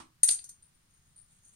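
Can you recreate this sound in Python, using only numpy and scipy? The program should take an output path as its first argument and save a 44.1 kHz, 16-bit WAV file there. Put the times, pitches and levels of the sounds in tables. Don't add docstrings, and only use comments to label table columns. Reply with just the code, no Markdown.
import sys
import numpy as np
from scipy import signal
from scipy.fft import rfft, irfft
from scipy.io import wavfile
from scipy.ndimage import uniform_filter1d

SR = 44100
rng = np.random.default_rng(int(sys.argv[2]) if len(sys.argv) > 2 else 0)


def dump_mix(stems):
    frames = np.atleast_2d(stems).T
    limited = np.clip(frames, -1, 1)
    pcm = np.round(limited * 32767).astype(np.int16)
    wavfile.write(sys.argv[1], SR, pcm)


N = 68355

# frequency in Hz, relative level in dB.
RUMBLE_SPECTRUM = [(20, -0.5), (45, -4.5), (90, -3.5), (150, -4), (230, -14), (350, -24), (600, -47),
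                   (2000, -52.5)]
AIR_SPECTRUM = [(100, 2), (1500, -1.5), (4000, -4), (9000, -10), (16000, -16.5)]
MICROPHONE_SPECTRUM = [(30, -13.5), (300, 2), (600, -2.5), (1300, 2), (2500, -1.5), (5000, -2.5),
                       (7500, -4.5), (11000, -8.5), (16000, -9.5)]

# start in seconds, relative level in dB, left minus right in dB, cut-off in Hz.
BUMP = [(.001, -5.5, -1.5, 12140)]
CLACKS = [(.2318, -1, 4.5, 14750), (.2432, -8, -6, 14780), (.2460, -17.5, -6.5, 15000)]
JOSTLES = [(.2750, -8.5, -3.5, 10500), (.2845, -3, 3.5, 10000), (.3090, -4.5, -4, 11500),
           (.3180, -11, 6.5, 11500)]
KNOCKS = [(.2883, -2.5, -1.5, 12960), (.3893, -23, 1, 6200)]
REBOUNDS = [(.4406, 1.5, 2, 11570), (.4895, -2, 5, 14500), (.4935, -4, -7, 10800)]
TICKS = [(.6248, 1.5, -1, 10100), (.6865, -15, -10, 10300), (.7450, -18, 15, 9920),
         (.9045, -15.5, 5, 10000), (.9355, -9, 5, 9500), (1.1608, 1.5, -2, 10800), (1.1765, 1, -2, 10000),
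         (1.1865, -1.5, 9, 10100), (1.2100, -5.5, -3, 10100), (1.4495, -1.5, -0.5, 9800),
         (1.4795, -7.5, 9, 10200)]

# frequency in Hz, relative level in dB.
BUMP_SPECTRUM = [(60, -5), (170, -4.5), (245, 1.5), (330, 7), (500, -11.5), (800, 3), (1120, 6.5),
                 (1600, -6), (3000, -7.5), (6000, -11.5), (9000, -22), (15000, -33.5)]
CLACK_SPECTRUM = [(150, -33), (240, -24), (450, -29.5), (740, -22), (1150, -33), (1950, -19.5), (3400, -25),
                  (3900, -10), (5500, -18.5), (6500, -1.5), (7300, -14.5), (8300, -10), (9150, -4.5),
                  (9600, 3.5), (10000, -10), (10800, -8.5), (12600, -14.5), (14300, -25.5), (15200, -18.5)]
JOSTLE_SPECTRUM = [(300, -27), (1900, -24.5), (3000, -19.5), (4200, -15.5), (5500, -11.5), (6100, -2),
                   (7300, -7.5), (8300, -10.5), (8900, -0.5), (9250, -7), (10500, -15.5), (14000, -17)]
KNOCK_SPECTRUM = [(200, -38), (570, -33.5), (735, -12), (930, -30), (1500, -16), (2400, -16), (3300, -10.5),
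                  (4000, -3), (4700, 1.5), (5500, -17), (6500, -11.5), (10000, -14.5), (12200, -26.5),
                  (13000, -5), (14500, -45)]
REBOUND_SPECTRUM = [(300, -18), (3300, -18.5), (4200, -5), (5500, -7), (6300, 9.5), (6900, -5.5),
                    (7400, 0.5), (8300, -11), (8900, -4), (10800, -13), (11300, -3.5), (12400, -7),
                    (13300, -12), (15500, -20)]
TICK_SPECTRUM = [(300, -20), (3000, -24), (4400, -5), (5400, -23), (6200, -12.5), (7200, -15),
                 (8700, -10.5), (9120, 5), (9480, -14), (15000, -24)]
ROLL_SPECTRUM = [(300, -9), (1500, -8.5), (4200, 4), (5500, -16), (7900, 7), (8600, -6.5), (9200, 5.5),
                 (10300, -12), (12400, -11), (16000, -19)]

# frequency in Hz, relative level in dB, time to decay by 60 dB in seconds.
BOARD_MODES = [(245, 0.5, 0.11), (320, -0.5, 0.1211), (1155, -8.5, .04)]
RAIL_MODES = [(4536, -21, 0.039), (6250, -11.5, .12), (6460, -2.5, 0.33), (6500, -5, 0.082),
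              (7900, -10.5, 0.13), (8960, -3, 0.19)]
DESK_MODES = [(240, -3, 0.066), (732, -6, .035), (1520, 2, 0.055), (1950, 0.5, 0.046), (2612, -3.5, 0.12)]
SINGING_MODES = [(6277, -2, 0.041), (6620, 4, 0.014), (9440, -19, 0.03)]

# time in seconds, contact hiss in dB, singing of the rail in dB.
ROLL_LEVELS = [(.55, -89.5, -112), (.85, -88.5, -100), (.92, -97, -82), (1.03, -88, -78.5),
               (1.12, -85.5, -87.5), (1.26, -92, -86), (1.33, -77, -84), (1.419, -98, -79.5),
               (1.462, -80, -68.5), (1.55, -76, -76)]

# delay in seconds, relative level in dB.
ECHOES = [
    [(.0029, 2.5), (.0058, -8.5), (.0095, -10)],
    [(.0019, 1), (.0040, 0.5), (.0062, -7.5), (.0095, -8.5)],
]
# frequency in Hz, time to decay by 60 dB in seconds.
ROOM_T60 = [(200, 0.32), (1500, 0.21), (5000, 0.2), (9000, 0.2), (15000, 0.087)]
# frequency in Hz, bandwidth in Hz, resonant gain in dB.
PORTS = [(9086, 223, 22.5), (8776, 810, 14)]


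def undb(db):
    return 10 ** (np.asarray(db) / 20)


def unit(x):
    return x / np.sqrt(np.mean(x ** 2))


def along(points):
    hz, value = np.array(points, float).T
    bin_hz = np.arange(N + 1) * SR / (2 * N)
    return np.interp(np.log(bin_hz + 1), np.log(hz), value)


def colour(x, points):
    cepstrum = irfft(np.log(undb(along(points))))
    cepstrum[1:N] *= 2
    cepstrum[N + 1:] = 0
    return irfft(rfft(x, 2 * N) * np.exp(rfft(cepstrum)))[..., :N]


def convolve(x, response):
    return signal.fftconvolve(np.atleast_2d(x), np.atleast_2d(response), axes=-1)[:, :N]


def background():
    rumble = unit(colour(rng.standard_normal(N), RUMBLE_SPECTRUM))
    air = unit(colour(rng.standard_normal(N), AIR_SPECTRUM))
    return undb(-70.5) * rumble + undb(-84.5) * air


def contacts(rows, spectrum):
    pulses = np.zeros((2, N))
    for start_s, db, pan_db, cutoff_hz in rows:
        softness = signal.butter(4, cutoff_hz, fs=SR)
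        pulse = signal.lfilter(*softness, signal.unit_impulse(64))
        gains = undb([db + pan_db / 2, db - pan_db / 2])
        start = int(start_s * SR)
        pulses[:, start:start + len(pulse)] += np.outer(gains, pulse)
    return colour(pulses, spectrum)


def diffuse_field(t60, build_s, alike_below_hz=1000):
    t = np.arange(N) / SR
    mid, side = rfft(rng.standard_normal((2, N)), 2 * N)
    apart = along([(alike_below_hz / 10, 0), (alike_below_hz / 2, .3), (alike_below_hz * 2, 1)])
    noise_spectrum = np.array([mid + apart * side, mid - apart * side])
    tail = 0
    for hz, seconds in t60:
        band = along([(f, float(f == hz)) for f, _ in t60])
        tail = tail + irfft(noise_spectrum * band)[:, :N] * np.exp(-np.log(1000) * t / seconds)
    spectrum = rfft(tail * (1 - np.exp(-t / build_s)), 2 * N)
    power = uniform_filter1d(np.abs(spectrum) ** 2, size=1500, axis=1)
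    return irfft(spectrum / np.sqrt(power))[:, :N]


def space(x, echo_db, desk_db, desk_t60, room_db):
    early = np.zeros((2, N))
    early[:, 0] = 1
    for side, echoes in enumerate(ECHOES):
        for delay_s, db in echoes:
            early[side, int(delay_s * SR)] -= undb(db + echo_db)
    desk = diffuse_field([(1000, desk_t60)], build_s=.000998)
    room = diffuse_field(ROOM_T60, build_s=.0087)
    return convolve(x, early + undb(desk_db) * desk + undb(room_db) * room)


def ring(modes):
    t = np.arange(N) / SR
    return sum(undb(db) * np.cos(2 * np.pi * hz * t) * np.exp(-np.log(1000) * t / t60)
               for hz, db, t60 in modes)


def board_bump():
    bump = undb(-15) * contacts(BUMP, BUMP_SPECTRUM)
    bump = space(bump, echo_db=-3, desk_db=7.5, desk_t60=.087, room_db=7)
    return bump + undb(-54.5) * convolve(bump, ring(BOARD_MODES))


def marble_impacts():
    clacks = undb(2) * contacts(CLACKS, CLACK_SPECTRUM)
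    jostles = contacts(JOSTLES, JOSTLE_SPECTRUM)
    knocks = undb(3) * contacts(KNOCKS, KNOCK_SPECTRUM)
    rebounds = undb(-28.5) * contacts(REBOUNDS, REBOUND_SPECTRUM)
    ticks = undb(-37.5) * contacts(TICKS, TICK_SPECTRUM)
    hits = (space(clacks, echo_db=.5, desk_db=6, desk_t60=.06, room_db=2.5)
            + space(jostles, echo_db=-4, desk_db=5, desk_t60=.035, room_db=5.5)
            + space(knocks, echo_db=-23, desk_db=9, desk_t60=.021, room_db=2.5)
            + space(rebounds, echo_db=2.5, desk_db=7, desk_t60=.13, room_db=0)
            + space(ticks, echo_db=.5, desk_db=3, desk_t60=.11, room_db=2))
    rail_and_desk = undb(-49.5) * ring(RAIL_MODES) + undb(-42.5) * ring(DESK_MODES)
    return hits + convolve(hits, rail_and_desk)


def rolling(bumps_per_s=2700, spread_db=3, wobbles_per_s=30, wobble_db=1.5):
    t = np.arange(N) / SR
    times, hiss_db, singing_db = np.array(ROLL_LEVELS).T
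    bumps = (rng.random(N) < bumps_per_s / SR) * rng.choice([-1, 1], N)
    bumps = bumps * undb(spread_db * rng.standard_normal(N))
    pressure_db = wobble_db * np.interp(t * wobbles_per_s, np.arange(N), rng.standard_normal(N))
    bumps = space(bumps * undb(pressure_db), echo_db=-.5, desk_db=8, desk_t60=.06, room_db=-3)
    hiss = unit(colour(bumps, ROLL_SPECTRUM))
    singing = unit(convolve(bumps, ring(SINGING_MODES)))
    return (hiss * np.interp(t, times, undb(hiss_db), left=0)
            + singing * np.interp(t, times, undb(singing_db), left=0))


def scene():
    return marble_impacts() + board_bump() + rolling() + background()


def record(dry, left_lag_s=.00057, top_hz=15700):
    ports = []
    for x, (hz, width_hz, db) in zip(dry, PORTS):
        resonance = signal.iirpeak(hz, hz / width_hz, fs=SR)
        ports.append(x + undb(db) * signal.lfilter(*resonance, x))
    left, right = ports
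    left = np.pad(left, (int(left_lag_s * SR), 0))[:N]
    hiss = undb(-73) * unit(colour(rng.standard_normal((2, N)), MICROPHONE_SPECTRUM))
    low_pass = signal.ellip(8, .2, 70, top_hz, fs=SR, output="sos")
    return signal.sosfilt(low_pass, np.array([left, right]) + hiss)


dry = scene()
out = record(dry)
dump_mix(out)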